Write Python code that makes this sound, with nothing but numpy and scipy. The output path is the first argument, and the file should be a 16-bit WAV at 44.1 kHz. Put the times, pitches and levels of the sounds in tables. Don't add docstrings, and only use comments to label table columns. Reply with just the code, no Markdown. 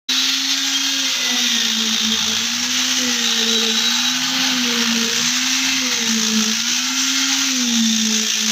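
import sys
import numpy as np
from scipy import signal
from scipy.fft import rfft, irfft, next_fast_len
from scipy.io import wavfile

SR = 44100
rng = np.random.default_rng(int(sys.argv[2]) if len(sys.argv) > 2 else 0)


def volts_from_db(level):
    exponent = np.asarray(level, float) / 20
    return 10 ** exponent


def unload_audio(sound):
    columns = np.transpose(np.atleast_2d(sound))
    steps = np.round(np.clip(columns, -1, 1) * 32767)
    wavfile.write(sys.argv[1], SR, steps.astype(np.int16))


N = 375423

# (t/s, looseness/0-1)
LOOSE = [
    (.09, .1),
    (.9, .35),
    (1.8, 0.3),
    (2.2, 0.74),
    (3.4, 0.48),
    (4.3, 0.8),
    (5.2, 0.84),
    (6.2, 0.73),
    (6.9, .5),
    (8.5, 0.12),
]


def span(start, end):
    on = slice(max(int(start * SR), 0), min(int(end * SR), N))
    return on, np.arange(on.start, on.stop) / SR


def swell(start, end, edge):
    out = np.zeros(N)
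    on, t = span(start, end)
    out[on] = np.clip(np.minimum(t - start, end - t) / edge, 0, 1)
    return out


def spells(rows, edge):
    return sum(volts_from_db(level_db) * swell(start, end, edge) for start, end, level_db in rows)


def bump(s, half):
    out = np.zeros(N)
    on, t = span(s - half, s + half)
    out[on] = np.cos(np.pi / 2 * (t - s) / half) ** 2
    return out


def in_time(rows):
    s, *columns = np.transpose(rows)
    return [np.interp(np.arange(N) / SR, s, column) for column in columns]


def rms_one(x):
    return x / np.sqrt(np.mean(x ** 2) + 1e-20)


def drift(rate):
    r = np.exp(-80 * np.pi * rate / SR)
    noise = rng.standard_normal(N // 40 + 2002)
    slow = signal.lfilter([1], [1, -2 * r, r * r], noise)[2000:]
    return np.interp(np.arange(N) / 40, np.arange(len(slow)), rms_one(slow))


def resonance(x, hz, width):
    r = np.exp(-np.pi * width / SR)
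    a = [1, -2 * r * np.cos(2 * np.pi * hz / SR), r * r]
    once = signal.lfilter([1, 0, -1], a, x)
    return rms_one(signal.lfilter([1], a, once))


def coloured_bands(x, colour, count):
    size = next_fast_len(N)
    points = np.array(colour)
    log_points = np.log(points[:, 0])
    log_hz = np.log(np.arange(1, size // 2 + 2) * SR / size)
    shaped = rfft(x, size) * volts_from_db(np.interp(log_hz, log_points, points[:, 1], left=-90, right=-90))
    shaped = shaped / np.std(irfft(shaped, size))
    centres = np.linspace(log_points[0], log_points[-1], count)
    for k, centre in enumerate(centres):
        share = np.interp(log_hz, centres, np.arange(count) == k)
        yield np.exp(centre), irfft(shaped * share, size)[:N]


def whirl_speed():
    # (t/s, speed/turns per s)
    loads = [(0, 272), (.934, 243), (1.382, 220.5), (2.279, 259), (2.938, 225), (3.728, 263), (4.43, 228),
             (5.049, 266.7), (5.738, 217.4), (6.445, 269), (7.443, 217.5)]
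    speed_up_s, slow_down_s = .154, .118
    t = np.arange(N) / SR
    speed = before = 257
    for s, goal in loads:
        u = np.maximum(t - s, 0) / (speed_up_s if goal > before else slow_down_s)
        speed = speed + (goal - before) * (1 - (1 + u) * np.exp(-u))
        before = goal
    return speed


def grip():
    # (start/s, end/s)
    grips = [
        (1.12, 2.52),
        (2.94, 3.9),
        (4.3, 5.25),
        (5.86, 6.54),
        (7.5, 8.45),
    ]
    return np.clip(sum(swell(start, end, 0.054) for start, end in grips), 0, 1)


def wall_swing():
    # (t/s, peak level/dB, half length/s)
    booms = [(1.34, -28, 0.055), (1.45, -31.5, 0.087), (1.563, -28, 0.061), (1.65, -34, 0.072),
             (1.803, -29, .15), (1.935, -28.5, .1), (2.086, -24.5, .1), (2.31, -33, 0.069),
             (2.44, -41, 0.062), (3.058, -25.5, 0.11), (3.234, -34, 0.14), (3.48, -30, 0.19),
             (3.682, -29.5, 0.23), (4.374, -35, 0.097), (4.63, -25.5, 0.36), (4.8, -28, 0.053),
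             (4.96, -23.5, 0.18), (5.19, -40, .07), (5.846, -37, 0.063), (6.03, -30, 0.037),
             (6.15, -21.5, 0.11), (6.25, -28, .06), (6.38, -18, 0.13), (6.501, -23, 0.057),
             (7.598, -25, 0.13), (7.803, -18.5, 0.21), (8.053, -22.5, 0.32), (8.462, -48, .12)]
    # (t/s, half length/s, depth/0-1)
    slips = [(1.13, 0.093, 0.84), (1.369, 0.017, 0.7), (1.49, 0.011, 0.8), (1.584, .015, 0.8),
             (1.62, 0.013, .6), (1.68, 0.013, .4), (1.978, 0.023, 1), (2, 0.017, 0.85), (2.161, .015, .6),
             (2.188, 0.013, 0.6), (2.36, 0.023, 0.4), (4.73, 0.047, 0.3), (4.849, .03, .55),
             (5.114, 0.039, 0.8), (5.966, .05, 0.3), (6.45, .025, 0.7), (6.565, 0.029, 0.2),
             (6.703, 0.4, 0.46), (8.31, 0.084, 0.7)]
    t, held = np.arange(N) / SR, grip()
    free_db, gripped_db = -32.5 + 0.67 * t, -36.5
    out = (1 - held) * volts_from_db(free_db) + held * volts_from_db(gripped_db)
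    out += sum(volts_from_db(peak_db) * bump(s, half) for s, peak_db, half in booms)
    for s, half, depth in slips:
        out *= 1 - np.clip(depth, 0, 1) * bump(s, half)
    chatter_db = 0.82 * held * drift(31)
    return out * volts_from_db(chatter_db)


def hum(turns):
    # (start/s, end/s, level/dB)
    pressed = [(.88, 1.19, -46), (1.21, 1.5, -42.5), (1.5, 1.76, -44.5), (1.76, 1.91, -38),
               (1.91, 2.1, -44), (2.09, 2.2, -33), (2.25, 2.37, -33), (2.36, 2.49, -43),
               (2.58, 2.98, -46.5), (2.97, 3.14, -33), (3.1, 3.42, -39.5), (3.36, 3.76, -30),
               (3.72, 3.93, -41), (4.27, 4.64, -43.5), (4.62, 4.88, -33), (4.93, 5.23, -32),
               (5.79, 6.13, -37), (6.12, 6.55, -36.5), (7.48, 7.78, -43), (7.86, 8.33, -46.5),
               (8.05, 8.3, -39.5), (8.33, 8.6, -43)]
    once = np.sin(2 * np.pi * turns + .05 * drift(25))
    twice = np.sin(2 * 2 * np.pi * turns + 0.52 * drift(19))
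    out = wall_swing() * (1 + .08 * drift(25)) * once
    out += spells(pressed, 0.056) * (1 + 0.24 * drift(31)) * twice
    return np.sqrt(2) * out


def bearing_whines(turns):
    # (start/s, end/s, multiple of the whirl, level/dB)
    whines = [(.1, .45, 5.26, -42), (.5, 1.08, 6, -39), (.15, .7, 7.3, -44), (.15, .45, 10, -38),
              (1.05, 1.34, 8, -36), (1.2, 1.72, 8, -34), (1.4, 1.9, 4, -50), (2.98, 3.5, 8, -36),
              (3.2, 3.7, 3, -53), (4.1, 4.6, 4, -49), (4.7, 5.1, 7.7, -38), (5.3, 5.8, 6, -42),
              (5.5, 5.8, 10, -35), (5.8, 6.45, 7.8, -40), (6.3, 7.5, 6, -42), (6.75, 7.55, 5.26, -39),
              (6.8, 7.3, 6.55, -45), (6.8, 7.4, 8, -39), (7.1, 7.6, 7.3, -43), (6.6, 7.6, 10, -40),
              (6.9, 7.5, 12, -38), (7.65, 8.5, 8.15, -41), (4.15, 4.65, 12, -35), (5.5, 5.85, 12, -36),
              (6.5, 6.9, 12.6, -39), (5.1, 5.8, 7.9, -40)]
    out = np.zeros(N)
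    slip, flutter = .12 * drift(25), volts_from_db(2.0 * drift(12))
    for start, end, multiple, level_db in whines:
        on = span(start, end)[0]
        whine = np.sin(multiple * (2 * np.pi * turns[on] + slip[on]))
        out[on] += volts_from_db(level_db + 1.5) * (swell(start, end, .08) * flutter)[on] * whine
    return np.sqrt(2) * out


def contacts(turns, load):
    throb_free, throb_loaded = .04, .28
    throb = throb_free + (throb_loaded - throb_free) * load
    shaft = 2 * np.pi * .257 * turns + .4 * drift(2)
    rise_and_fall = np.sin(shaft) + 0.6 * np.sin(2 * shaft) + 0.18 * np.sin(3 * shaft)
    bunching = np.clip(throb, 0, .8) * rise_and_fall
    bunching += 0.13 * np.cos(2 * np.pi * turns + .5 * drift(28))
    knocks = (rng.random(N) < 120 / SR) * rng.exponential(0.053, N)
    knocks = signal.lfilter([1], [1, -np.exp(-1 / (0.00043 * SR))], knocks)
    uneven = volts_from_db(1.0 * drift(20.3) + 1.0 * drift(570))
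    return rng.standard_normal(N) * np.exp(bunching) * (1 + knocks) * uneven


def shifting_modes(x, width_hz, depth_db):
    size = next_fast_len(N)
    spectrum, hz = rfft(x, size), np.arange(size // 2 + 1) * SR / size
    weights = np.exp(2 * np.array([drift(0.72) for k in range(10)]))
    knots, out = np.arange(0, SR / 2, width_hz), np.zeros(N)
    depth_db = depth_db * np.interp(hz, [2000, 6000], [1, .6])
    for share in weights / weights.sum(axis=0):
        heights = np.interp(hz, knots, rng.standard_normal(len(knots)))
        out += share * irfft(spectrum * volts_from_db(depth_db * heights), size)[:N]
    return out * np.std(x) / np.std(out)


def rattle(hits):
    # (t/s, level/dB, sharpness/dB)
    rattle_path = [(.09, -17.5, 0), (.29, -18, 0), (.89, -19.5, 2.5), (1.49, -18.5, 0.5), (2.09, -22, 4.5),
                   (2.49, -20.5, 4.5), (2.89, -19, 4.5), (3.49, -20, 2.5), (4.09, -20, 3),
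                   (4.69, -17.5, -3), (5.29, -20.5, 7), (5.89, -19.5, 4), (6.09, -21.5, 10),
                   (6.6, -21, 6.5), (7.05, -20.5, 10), (7.49, -20.5, 8), (7.89, -24.5, 13.5),
                   (8.51, -21, 10)]
    # (f/Hz, level per Hz/dB)
    rattle_colour = [(380, -77), (650, -22), (871, -11.5), (1040, -16.5), (1370, -8.5), (2390, -8),
                     (2590, -4.5), (3810, -3), (4970, -6.5), (5680, -2.5), (6320, -2), (7710, -23),
                     (9160, -35), (14800, -22), (15600, -27)]
    level_db, sharp_db = in_time(rattle_path)
    dull_db = 5.5 * in_time(LOOSE)[0]
    dull_db, sharp_db = dull_db - np.mean(dull_db), sharp_db - np.mean(sharp_db)
    out = np.zeros(N)
    for hz, band in coloured_bands(hits, rattle_colour, count=16):
        dull = np.interp(hz, [1500, 2600], [1, 0])
        sharp = np.interp(hz, [4500, 5600, 7060, 8500], [0.12, 0.51, 0.9, 0.27])
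        wander_db = np.interp(hz, [600, 1400], [3.5, .55]) * drift(5.0)
        out += band * volts_from_db(dull * dull_db + sharp * sharp_db + wander_db)
    return shifting_modes(out, width_hz=30, depth_db=4.2) * volts_from_db(level_db + 0.5)


def casing_ring(hits):
    # (f/Hz, width/Hz)
    casing = [(3217, 30), (3890, 46), (7328, 24)]
    casing_rest = [-40, -40, -57]
    # (start/s, end/s, level/dB)
    ringing = [
        [(.7, .92, -21.5), (.88, 1.1, -27), (1.2, 2.45, -34), (3.46, 3.6, -28), (7.02, 7.36, -37),
         (8.17, 8.42, -41)],
        [(0, .27, -21.5), (.3, .65, -33), (2.54, 2.66, -38), (3.24, 3.5, -25), (3.46, 4.16, -21.5),
         (3.75, 4.12, -42), (5.95, 6.1, -36)],
        [(.54, .95, -51), (2.35, 3.3, -53), (3.2, 4.4, -51), (4.4, 5.1, -56), (5.1, 5.75, -48),
         (6.85, 7.2, -44)],
    ]
    # (f/Hz, width/Hz, level against it/dB)
    followers = [(7326, 30, 1), (8240, 44, -8), (10170, 100, -16)]
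    out = np.zeros(N)
    strengths = [volts_from_db(rest_db) + spells(rows, 0.051) for rest_db, rows in zip(casing_rest, ringing)]
    for (hz, width), strength in zip(casing, strengths):
        out += strength * volts_from_db(-2.0 + 1.3 * drift(24)) * resonance(hits, hz, width)
    for hz, width, under_db in followers:
        out += strengths[-1] * volts_from_db(under_db) * resonance(hits, hz, width)
    return out


def hose_ring(hits):
    # (start/s, end/s, f/Hz, level/dB)
    hose = [(0, 0.616, 4270, -28), (0, 0.755, 3570, -27.5), (.8, 1.413, 3600, -27.5),
            (1.287, 1.9, 3630, -24), (1.794, 2.35, 3635, -24.5), (2.0, 2.563, 3430, -26),
            (2.6, 3.595, 2977, -31), (3.1, 3.847, 3640, -26.5), (4.2, 4.749, 3000, -36),
            (4.704, 5.205, 2880, -35), (5.5, 6.145, 2080, -31.5), (5.451, 5.85, 2570, -30),
            (5.551, 5.947, 4260, -34), (5.846, 6.2, 3770, -28), (6.15, 6.5, 3480, -31),
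            (7.05, 7.502, 4345, -32), (7.55, 8.1, 3617, -25.5), (8.0, 8.6, 3550, -30.5)]
    out = np.zeros(N)
    for start, end, hz, hose_db in hose:
        on = span(start, end)[0]
        out[on] += volts_from_db(hose_db) * swell(start, end, 0.12)[on] * resonance(hits[on], hz, width=310)
    return out


def slosh():
    # (f/Hz, level per Hz/dB)
    slosh_colour = [(20, -24), (45, -22), (80, -12), (150, -2.5), (250, 5.5), (310, -7), (390, -12.5),
                    (480, -9), (620, -16), (750, -46)]
    stiff_db, loose_db, rumble_grip_db = -59.5, -41, 3
    splutter_free_db, splutter_grip_db, settling_db_per_s = -62, -47.5, 1.5
    held, out = grip(), np.zeros(N)
    rumble_db = stiff_db + (loose_db - stiff_db) * in_time(LOOSE)[0] + rumble_grip_db * held
    gripped_db = splutter_grip_db - settling_db_per_s * np.arange(N) / SR
    splutter_db = splutter_free_db + (gripped_db - splutter_free_db) * held
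    for hz, band in coloured_bands(rng.standard_normal(N), slosh_colour, count=14):
        if hz < 290:
            level_db, lumps_db = rumble_db + 1.5, 3.0
        else:
            level_db, lumps_db = splutter_db + 8, 6.5
        out += band * volts_from_db(level_db + lumps_db * drift(7))
    return out


def gulps():
    # (t/s, half length/s, f/Hz, level/dB)
    pockets = [(.11, .04, 430, -46), (.28, 0.11, 410, -47), (.66, .04, 520, -48), (3.08, 0.074, 110, -45.5),
               (5.2, .06, 90, -47), (5.74, 0.13, 65, -46.5), (5.7, 0.17, 180, -45), (7.4, 0.075, 70, -55),
               (7.75, 0.25, 115, -53), (8.297, .12, 298, -51), (1.354, .15, 737, -40)]
    noise = rng.standard_normal(N)
    return sum(volts_from_db(level_db) * bump(s, half) * resonance(noise, hz, 40) for s, half, hz, level_db in pockets)


def drone():
    # (start/s, end/s, start f/Hz, end f/Hz, level/dB)
    notes_heard = [
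        (2.0, 2.51, 84, 97, -48),
        (2.45, 3.0, 97, 96.2, -50),
        (4.08, 4.601, 163, 167.7, -43.5),
        (4.66, 5.106, 172, 183.8, -50),
        (5.154, 5.32, 163, 162.3, -37),
    ]
    out, t = np.zeros(N), np.arange(N) / SR
    for start, end, start_hz, end_hz, level_db in notes_heard:
        cycles = np.cumsum(np.interp(t, [start, end], [start_hz, end_hz])) / SR
        note = np.sin(2 * np.pi * cycles + 0.46 * drift(14))
        out += swell(start, end, 0.075) * volts_from_db(level_db + 2.5 + 2.7 * drift(9.2)) * note
    return out


def scene():
    speed = whirl_speed()
    turns = np.cumsum(speed) / SR
    free_speed, loaded_speed = 262, 220
    load = np.clip((free_speed - speed) / (free_speed - loaded_speed), 0, 1)
    hits = contacts(turns, load)
    casing_hits = hits * rng.choice([-1, 1], N)
    needle = hum(turns) + bearing_whines(turns)
    needle += rattle(hits) + casing_ring(casing_hits) + hose_ring(casing_hits)
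    return (needle + slosh() + gulps() + drone())[None]


def notch(x, hz, width, depth):
    b, a = signal.iirpeak(hz, hz / width, fs=SR)
    return x - depth * signal.lfilter(b, a, x)


def low_pass(x):
    return signal.sosfilt(signal.butter(12, 15980, fs=SR, output="sos"), x)


def record(dry):
    start_s, fade_s = 0.083, 0.012
    fade = np.clip((np.arange(N) / SR - start_s) / fade_s, 0, 1) ** 2
    dry = notch(dry, hz=11400, width=490, depth=0.47)
    rounded = .85 * np.tanh(dry * fade / .85)
    top_cut = signal.ellip(14, .3, 60, 15470, fs=SR, output="sos")
    return low_pass(signal.sosfilt(top_cut, rounded))


dry = scene()
out = record(dry)
unload_audio(out)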